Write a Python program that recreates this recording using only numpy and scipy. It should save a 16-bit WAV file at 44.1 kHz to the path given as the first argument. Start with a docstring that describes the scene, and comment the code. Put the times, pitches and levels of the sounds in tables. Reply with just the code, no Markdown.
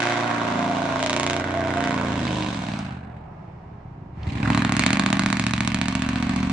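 """A V8 pickup with an open exhaust spins its howling tyres through a junction for about 2 s.
It lifts off with a run of pops and falls to a burble, then from 4.2 s pops again and pulls hard in a
high gear. Each engine cycle sends four unevenly spaced blasts down the pipe: they boom in it, and the
strong ones steepen into cracks. Trees scatter the sound; nearby traffic rumbles, growing to the end."""
import sys
import numpy as np
from scipy import signal
from scipy.fft import rfft, irfft, next_fast_len
from scipy.io import wavfile
from scipy.ndimage import uniform_filter1d, map_coordinates

SR = 44100
rng = np.random.default_rng(int(sys.argv[2]) if len(sys.argv) > 2 else 0)


def master_out(mix):
    """Clip the mix to full scale and print it as 16-bit PCM to the path in sys.argv[1]."""
    frames = np.transpose(np.atleast_2d(mix))
    ceiling = np.clip(frames, -1, 1)
    pcm = np.round(ceiling * 32767).astype(np.int16)
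    wavfile.write(sys.argv[1], SR, pcm)


N = 287532
T = np.arange(N) / SR
CRUISE_DB = -35  # crack level at zero effort

# Crank speed. Each row: time in seconds, speed in rpm.
CRANK_RPM = [(0.0, 3523.0), (0.17, 3505.0), (0.76, 3387.0), (1.41, 3639.0), (1.69, 3641.0), (2.1, 3341.0),
             (2.3, 3095.0), (2.45, 3077.0), (2.58, 2636.0), (2.84, 2073.0), (3.43, 1418.0), (4.11, 1046.0),
             (4.43, 1640.0), (4.75, 1642.0), (4.92, 1827.0), (5.29, 1800.0), (5.43, 1712.0), (6.52, 1779.0)]
# Exhaust levels. Each row: time in seconds, low boom in dB, midrange bark in dB.
EXHAUST_DB = [(0, -30, -27.5), (0.7, -27, -29), (1.2, -26, -26.5), (1.45, -26, -30.5), (1.95, -24.5, -30),
              (2.38, -26, -32.5), (2.56, -29, -35.5), (2.78, -28, -34.5), (3.0, -34.5, -45.5),
              (3.3, -40, -47.5), (4.15, -36, -53), (4.28, -27, -45), (4.39, -27, -41), (4.5, -19.5, -29.5),
              (4.7, -23.5, -32), (4.86, -22.5, -30), (5.25, -22.5, -30.5), (5.42, -24, -35),
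              (6.52, -21.5, -36.5)]


def amp(db):
    """Decibels to gain."""
    return 10 ** (np.asarray(db) / 20)


def along(points, hz):
    """Interpolate (Hz, value) points on a log frequency axis."""
    f, v = np.transpose(points)
    return np.interp(np.log(hz + 1), np.log(f + 1), v)


def curves(rows):
    """One value per sample for each column after the time."""
    s, *cols = np.transpose(rows)
    return [np.interp(T, s, c) for c in cols]


def wobble(rate_hz):
    """Smooth random curve with knots at rate_hz."""
    return map_coordinates(rng.standard_normal(int(N * rate_hz / SR) + 4), [T * rate_hz])


def steady(x, size=6000):
    """Hold the running rms of the channel mean at 1."""
    power = np.atleast_2d(x).mean(0) ** 2
    return x / np.sqrt(np.abs(uniform_filter1d(uniform_filter1d(power, size), size)) + 1e-14)


def filtered(x, response):
    """Apply a complex frequency response."""
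    m = next_fast_len(N + SR // 2)
    return irfft(rfft(x, m) * response(np.fft.rfftfreq(m, 1 / SR)), m)[..., :N]


def ring(x, colour, size=8192):
    """Ring a minimum-phase body of the given (Hz, dB) colour."""
    gain = np.maximum(amp(along(colour, np.fft.rfftfreq(size, 1 / SR))), 1e-4)
    cepstrum = irfft(np.log(gain))
    cepstrum[1:size // 2] *= 2
    cepstrum[size // 2 + 1:] = 0
    impulse = irfft(np.exp(rfft(cepstrum)))
    return signal.fftconvolve(np.atleast_2d(x), impulse[None], axes=1)[:, :N]


def below(f, hz, order=8):
    """Gain of a smooth low-pass."""
    return 1 / (1 + (f / hz) ** order)


def swell(x, levels, low_hz, high_hz):
    """Make the gain of one band follow an (s, dB) curve."""
    band = filtered(x, lambda f: below(f, high_hz, order=12) - below(f, low_hz, order=12))
    return x + (amp(curves(levels)[0]) - 1) * band


def trail(pulses, decay_s):
    """Power that dies away after each pulse."""
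    fade = np.exp(-1 / (SR * decay_s))
    return signal.lfilter([1 - fade], [1, -fade], pulses ** 2)


def noise(correlation):
    """Stereo white noise with a given left-right correlation."""
    mid, side = rng.standard_normal((2, N))
    turn = np.arccos(np.clip(correlation, -1, 1)) / 2
    return np.cos(turn) * mid + np.sin(turn) * np.array([side, -side])


def traffic():
    """Low rumble of vehicles close by."""
    # Each row: time in seconds, level in dB.
    level_db = [(0.3, -76), (1.0, -59), (2.6, -56.5), (6.52, -42.5)]
    # Each row: frequency in Hz, gain in dB.
    colour = [(15, -45), (27, -18), (35, 2), (44, -6), (70, -10), (150, -20), (400, -40), (2000, -80)]
    rumble = filtered(noise(0.99), lambda f: amp(along(colour, f)))
    return amp(curves(level_db)[0]) * steady(rumble, size=20000)


def trees(x, positions=8):
    """Scatter from the trunks; the echo pattern changes as the truck moves."""
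    # Each row: frequency in Hz, time to fall 60 dB in seconds.
    t60_s = [(100, 1), (1000, 0.5), (4000, 0.18), (10000, 0.019)]
    wet = np.zeros((2, N))
    for k in range(positions):
        hz, t, spectrum = signal.stft(rng.standard_normal((2, SR // 2)), SR, nperseg=256)
        decay = amp(-60 * t / along(t60_s, hz)[:, None])
        tail = signal.istft(spectrum * decay, SR, nperseg=256)[1]
        crossfade = np.sqrt(np.clip(1 - np.abs(T / T[-1] * (positions - 1) - k), 0, 1))
        wet += signal.fftconvolve(x * crossfade, tail / np.linalg.norm(tail[0]), axes=1)[:, :N]
    mid, side = wet.mean(0), (wet[0] - wet[1]) / 2
    side = filtered(side, lambda f: 1 - below(f, 980, order=2))  # long waves reach both sides alike
    return mid + np.array([side, -side])


def ports(x, lag_s, left_echo_db, right_echo_db):
    """Short waves reach the left microphone port later and weaker; each port gets a close reflection."""
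    def response(f):
        delay = lambda s: np.exp(-2j * np.pi * f * s)
        short = 1 - below(f, 3500, order=2)
        left = delay(lag_s * short) * (1 - 0.54 * short) + amp(left_echo_db) * short * delay(0.000515)
        right = 1 + amp(right_echo_db) * short * delay(0.00089)
        return np.array([left, right])
    return filtered(x, response)


def tyres(waver=0.012, flutter_db=2):
    """The spinning rear tyres howl on one wandering note; the trunks roughen and prolong it."""
    # Each row: time in seconds, pitch in Hz, relative level in dB.
    note = [(0.2, 715, -36), (0.53, 708, -32), (0.66, 694, -26.5), (0.74, 698, -25), (0.81, 670, -32.5),
            (0.93, 660, -31.5), (0.99, 664, -33.5), (1.04, 662, -31), (1.12, 658, -43.5), (1.25, 648, -38),
            (1.33, 678, -34.5), (1.44, 665, -43), (1.53, 668, -33.5), (1.64, 660, -27.5), (1.73, 655, -49),
            (1.77, 692, -32), (1.86, 700, -31), (1.95, 695, -41), (2.2, 690, -96)]
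    hz, db = curves(note)
    phase = 2 * np.pi * np.cumsum(hz * (1 + waver * wobble(90))) / SR
    howl = amp(db + flutter_db * wobble(39.7)) * np.sin(phase)
    return amp(-1) * howl + amp(-6) * trees(howl[None])


def pops(width_octaves=0.48, attack_s=.0004):
    """Unburnt fuel goes off in the pipe: short noise bursts, each with its own colour."""
    # Each row: start in seconds, level in dB, centre in Hz, decay in seconds.
    bursts = [(2.119, -27, 2600, 0.003), (2.192, -26, 2600, 0.002), (2.268, -21, 2600, 0.002),
              (2.277, -22, 2600, 0.003), (2.306, -25, 2800, 0.002), (2.356, -28, 3300, 0.003),
              (2.423, -27, 2700, 0.007), (2.462, -28, 2500, 0.006), (2.545, -29, 3200, 0.003),
              (2.665, -28, 2800, 0.002), (2.685, -29, 2600, 0.003), (2.736, -27, 2900, 0.002),
              (2.789, -31, 5500, 0.002), (4.231, -38, 3000, 0.003), (4.301, -33, 2800, 0.003),
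              (4.381, -29, 2200, 0.004), (4.43, -24, 1900, 0.003), (4.458, -22, 1500, 0.004),
              (4.475, -21, 1600, 0.003), (4.532, -25, 2800, 0.003), (4.837, -12, 2500, 0.001),
              (5.579, -20, 2400, 0.0012)]
    out, t = np.zeros((2, N)), np.arange(2048) / SR
    f = np.fft.rfftfreq(len(t), 1 / SR) + 1
    for start_s, db, hz, decay_s in bursts:
        shared, *own = rng.standard_normal((3, len(t)))
        band = np.exp(-.5 * (np.log2(f / hz) / width_octaves) ** 2)
        burst = irfft(rfft(shared + .5 * np.array(own)) * band)
        envelope = (1 - np.exp(-t / attack_s)) * np.exp(-t / decay_s)
        out[:, round(start_s * SR):][:, :len(t)] += amp(db) * envelope * burst / burst.std()
    return out


def coasting():
    """1 with the throttle shut, 0 under load."""
    return np.interp(T, [2.8, 3.3, 4.22, 4.52], [0, 1, 1, 0])


def revs(low_rpm=2150, span_rpm=1250):
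    """0 while the engine lugs, 1 at high revs."""
    return np.clip((curves(CRANK_RPM)[0] - low_rpm) / span_rpm, 0, 1)


def effort():
    """Engine effort in dB above cruising."""
    # Each row: time in seconds, level of the exhaust's crack in dB.
    crack_db = [(0, -35.5), (0.3, -42.5), (0.97, -42.5), (1.05, -35), (1.32, -36.5), (1.46, -46.5),
                (1.7, -45), (1.87, -40.5), (2.02, -44.5), (2.35, -40), (2.8, -43), (3.08, -63.5),
                (4.13, -68), (4.26, -44.5), (4.4, -44.5), (4.55, -33), (4.72, -35), (4.82, -26), (5.0, -31),
                (5.88, -34.5), (6.08, -38), (6.52, -39.5)]
    return curves(crack_db)[0] - CRUISE_DB


def by_revs(x, high, low):
    """The pipe's colour shifts between lugging and high revs."""
    fast = revs()
    return fast * steady(ring(x, high)) + (1 - fast) * steady(ring(x, low))


def blasts(start_cycles=0.608, skip_s=1.42, skip_cycles=0.32):
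    """Four blasts a cycle, with one skip in the beat: pushes on the pipe, shocks and puffs of gas."""
    # Blasts one to four. Each row: push at high revs in dB, push lugging in dB, puff against shock
    # in dB, decay of puff power in seconds.
    firing = [(0.5, 7, -6, 0.001), (-2.3, 2, 7, 0.0017), (-15.5, -8, 1, 0.002), (4, 5, -6, 0.0013)]
    # Drift against the first blast. Each row: time in seconds, second's and fourth's place in cycles,
    # fourth's shock in dB.
    rhythm = [(0.25, 0.235, 0.493, 2), (0.75, 0.252, 0.572, 0), (1.12, 0.243, 0.571, -18),
              (1.6, 0.274, 0.584, -9), (2.0, 0.251, 0.572, -5), (2.4, 0.235, 0.567, 1),
              (2.75, 0.266, 0.618, -6), (4.6, 0.225, 0.614, -3.5), (5.1, 0.233, 0.616, -6.5)]
    rpm, = curves(CRANK_RPM)
    skipped = skip_cycles * np.clip((T - skip_s) / .012, 0, 1)
    cycles = np.cumsum(rpm / 120) / SR - start_cycles - skipped  # two turns a cycle
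    second, fourth, fourth_db = curves(rhythm)
    fast, uneven = revs(), coasting() ** 3  # off the throttle the charges burn unevenly
    jitter_s = .00003 + .00016 * (1 - fast) + .001 * uneven
    places = [0, second, 0.388, fourth]
    shocks_db = [0, -21.5 + 13 * fast, -13.5, fourth_db]
    push, shock, puff_power = np.zeros((3, N))
    for place, loaded_db, (high_db, low_db, puff_db, puff_s) in zip(places, shocks_db, firing):
        at = np.flatnonzero(np.diff(np.floor(cycles - place)) > 0)
        late, push_scatter, shock_scatter, puff_scatter = rng.standard_normal((4, len(at)))
        at = np.clip(at + (late * SR * jitter_s[at]).astype(int), 0, N - 1)
        push_db = low_db + (high_db - low_db) * fast[at]
        shock_db = (loaded_db * (1 - uneven))[at]  # no shock leads while coasting
        push[at] += amp(push_db + push_scatter * (0.6 + 1.6 * uneven[at]))
        shock[at] += amp(shock_db + shock_scatter)
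        puffs = np.bincount(at, amp(shock_db + puff_db + 2.5 * puff_scatter), N)
        puff_power += trail(puffs, puff_s)
    return push, shock, np.sqrt(puff_power)


def fronts(shock, edge_hz=2500, snap_hz=5000):
    """Shock fronts: a blunt body plus an edge that steepens with strength and load."""
    # Each row: time in seconds, edge gain in dB.
    steepness_db = [(0, -2), (0.95, -3), (1.05, 2), (1.33, 2), (1.45, -1), (2.0, 0), (2.25, -5), (2.9, -6),
                    (4.4, -9), (4.6, -2), (4.8, 2), (5.3, 2), (5.45, 0), (6.0, 1), (6.2, -1)]
    # Single brighter or duller blasts. Each row: time in seconds, treble gain in dB.
    snaps = [(1.097, 3), (1.199, 5), (1.232, 3), (4.722, 7), (4.768, 10), (4.795, 5), (4.864, 3),
             (5.129, 3), (5.195, 3), (5.675, 5), (5.745, 4), (5.883, 4), (5.952, 4), (6.09, 4), (6.158, -6),
             (6.363, 3), (6.43, -6)]
    body = filtered(steady(shock ** .85), lambda f: below(f, edge_hz, order=2))
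    steep = steady(shock ** 1.45) * amp(curves(steepness_db)[0])
    edge = filtered(steep, lambda f: 1 - below(f, edge_hz, order=2))
    snap_db = sum(db * (np.abs(T - s) < .006) for s, db in snaps)
    snap = filtered(edge * (amp(snap_db) - 1), lambda f: 1 - below(f, snap_hz, order=6))
    return body + edge + snap


def turbulence(push, puff, surge_s=0.012):
    """Gas noise: a short puff and a longer rush after each blast; the rush recedes with effort."""
    # Extra rush, highest at launch, lift-off and tip-in. Each row: time in seconds, gain in dB.
    extra_db = [(0, 4), (0.9, 1), (1.05, -4), (1.35, -3), (1.6, -4), (2.0, -3), (2.25, 2), (4.4, 3),
                (4.7, -1), (5.4, -2), (5.9, -2), (6.52, -1)]
    fast = revs()
    rush_db = np.minimum(-1.5 - effort() - 2.5 * fast + curves(extra_db)[0], 16)
    surge = steady(np.sqrt(trail(np.sqrt(push), surge_s)) * amp(2.5 * wobble(400)))
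    gas = amp(-2 + 2 * fast) * steady(puff) * noise(.6) + amp(rush_db) * surge * noise(.2)
    # The low shelf keeps the low overtones clean.
    return filtered(gas, lambda f: below(f, 6000, order=2) * (1 - .72 * below(f, 1300, order=4)))


def tailpipe(gas):
    """The tailpipe colours the gas pulses; fast firing keeps its modes ringing."""
    # Each row: centre in Hz, width in Hz, gain in dB.
    modes = [(728, 173, 12), (990, 80, -29), (1505, 247, 13.5)]
    # Colour at high revs and lugging. Each row: frequency in Hz, gain in dB.
    high = [(210, -30), (350, 10.5), (404, -8.5), (610, 4.5), (713, -3), (840, -5), (940, 4.5), (1120, 1.5),
            (1290, -12.5), (1540, -15.5), (1800, -17.5), (2160, -10), (3770, -3), (4670, -12),
            (7000, -14.5), (9240, -21.5), (10500, -33.5), (13600, -99), (22000, -120)]
    low = [(240, -17.5), (400, 0.5), (491, -5.5), (620, 3.5), (921, 3), (1130, 5.5), (1310, 0), (1550, 4.5),
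           (2300, 1.5), (3110, -3.5), (3980, -3.5), (5300, -16.5), (8320, -17), (9540, -23.5),
           (10500, -32.5), (13600, -99), (22000, -120)]
    response = lambda f: 2.6 + sum(amp(db) * 1j * f * width / (hz * hz - f * f + 1j * f * width)
                                   for hz, width, db in modes)
    ringing = revs(low_rpm=1650, span_rpm=1750)
    return by_revs(ringing * filtered(gas, response) + (1 - ringing) * gas, high, low)


def bark(push, shock, puff):
    """Shock fronts and gas leave the tailpipe as midrange bark, crack and top-end sizzle."""
    # Coasting colour, mostly tyre and gas noise. Each row: frequency in Hz, gain in dB.
    coast = [(190, -35.5), (360, -5.5), (500, -11.5), (720, -3), (1000, -8), (2000, -28), (4300, -46),
             (9000, -66), (14000, -110)]
    effort_db, shut = effort(), coasting()
    front = fronts(shock)
    swing = np.interp(T, [3, 4.4], [0, 1])  # the microphone turns; the left reflection takes over
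    heard = (1 - swing) * ports(front, lag_s=.0001, left_echo_db=-22, right_echo_db=-42.5)
    heard += swing * ports(front, lag_s=.00008, left_echo_db=-3, right_echo_db=-16.5)
    loaded = tailpipe(heard + turbulence(push, puff))
    rolling = steady(ring(noise(0.11) + 0.3 * heard, coast))
    direct = (1 - shut) * loaded + shut * rolling
    scatter_db = np.interp(T, [5.75, 6.1], [-10, -4])  # more scatter once behind the trunks
    sound = direct + amp(scatter_db) * trees(direct)
    body = steady(filtered(sound, lambda f: below(f, 1648)))
    crack = steady(filtered(sound, lambda f: below(f, 3490) - below(f, 1845)))
    sizzle = steady(filtered(sound, lambda f: 1 - below(f, 4330)))
    _, bark_db = curves(EXHAUST_DB)
    sizzle_db = -42 + 1.19 * effort_db + 4 * revs()
    return amp(bark_db) * body + amp(CRUISE_DB + effort_db) * crack + amp(sizzle_db) * sizzle


def boom(push):
    """Each blast rings the low modes of the pipe, over turbulent flow."""
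    # Colour at high revs, lugging and coasting. Each row: frequency in Hz, gain in dB.
    high = [(25, -31), (58, -16), (86, -4), (115, -7.5), (148, -6.5), (180, -8), (212, -9), (240, -5.5),
            (260, 0), (300, -2), (355, -16), (420, -18), (500, -17), (600, -10), (1200, -108)]
    low = [(25, -52.5), (45, -29), (70, 6), (92, 0.5), (117, 6.5), (145, 3), (190, 8.5), (225, 9.5),
           (265, 7), (300, -0.5), (340, -7), (400, -16), (480, -26.5), (600, -15), (1200, -103)]
    coast = [(25, -58), (50, -25), (72, 10.5), (110, 3.5), (165, 8), (220, -2.5), (280, -6.5), (360, -11.5),
             (480, -28.5), (1200, -72)]
    shut = coasting()
    drive = steady(-push) + amp(-20 + 15 * shut) * noise(.97)
    pipe = (1 - shut) * by_revs(drive, high, low) + shut * steady(ring(drive, coast))
    scatter = amp(-12 + 6 * shut) * trees(pipe)
    boom_db, _ = curves(EXHAUST_DB)
    return amp(boom_db) * steady(pipe + scatter)


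def exhaust():
    """The blasts boom and bark in the open pipe; five bands swell and fade separately."""
    # Each row: time in seconds, band gain in dB.
    deep_bass_db = [(0, -12), (0.3, -24), (0.5, -12), (1.0, -17), (1.3, -4), (1.899, -6.5), (2.2, -2.5),
                    (2.8, -2), (4.1, -10.5), (4.3, 4.5), (4.5, -4), (6.52, -4)]
    middle_boom_db = [(0, -14.5), (0.6, 5.5), (1.3, -8.5), (2.0, 1.5), (2.35, 5.5), (2.7, -1), (3.2, -2),
                      (5.4, 1), (6.52, -0.5)]
    upper_boom_db = [(0, 4.5), (1.3, -4.5), (2.1, -2), (2.35, -1.5), (2.9, -4.5), (3.3, 2), (4.6, 3.5),
                     (5.2, -0.5), (5.9, -7.5), (6.52, -1.5)]
    growl_db = [(0, -2.5), (0.55, 2.5), (0.92, -5), (1.15, 2.5), (1.499, -9), (1.95, 4), (2.2, -5),
                (2.4, 4), (2.7, -8), (4.4, 5), (5.0, 2.5), (6.52, 2)]
    rasp_db = [(0, 14.5), (0.8, 8.5), (1.15, 10.5), (1.6, 13.5), (1.9, 14), (2.1, 9.5), (2.801, -13),
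               (3.1, 3), (6.52, -3)]
    push, shock, puff = blasts()
    sound = swell(boom(push), deep_bass_db, low_hz=10, high_hz=98) + bark(push, shock, puff)
    sound = swell(sound, middle_boom_db, low_hz=183, high_hz=243)
    sound = swell(sound, upper_boom_db, low_hz=243, high_hz=353)
    sound = swell(sound, growl_db, low_hz=940, high_hz=1180)
    return swell(sound, rasp_db, low_hz=1380, high_hz=2183)


def scene():
    """The truck, heard through two unlike microphone ports, over the traffic."""
    # Each row: frequency in Hz, left level over right in dB.
    lean_db = [(150, 0), (290, -1), (430, -4.3), (560, -2), (720, -2.5), (860, -7), (1020, -3.3),
               (1290, -5.5), (1600, -1.3), (2200, -1), (2600, -4.5), (4000, -2), (5300, -4.5), (7200, 1),
               (9000, 1)]
    # Each row: frequency in Hz, left phase lead over right in radians.
    lead_rad = [(60, 0), (200, -0.15), (340, -0.35), (480, 0.05), (650, -0.15), (780, -0.6), (860, -1.4),
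                (910, 0.9), (1050, 0.25), (1200, 0), (1300, 0.8), (1500, 0.4), (2000, 0.1), (2500, -0.8),
                (4000, 0)]
    truck = exhaust() + pops() + tyres()
    half = np.array([[.5], [-.5]])
    stereo = lambda f: amp(half * along(lean_db, f)) * np.exp(1j * half * along(lead_rad, f))
    return filtered(truck, stereo) + traffic()


def record(dry, ceiling=.8, top_hz=10000):
    """The microphone rounds off the sharpest cracks and limits the band."""
    rounded = dry / (1 + np.abs(dry / ceiling) ** 6) ** (1 / 6)
    return filtered(rounded, lambda f: below(f, top_hz, order=50))


dry = scene()
out = record(dry)
master_out(out)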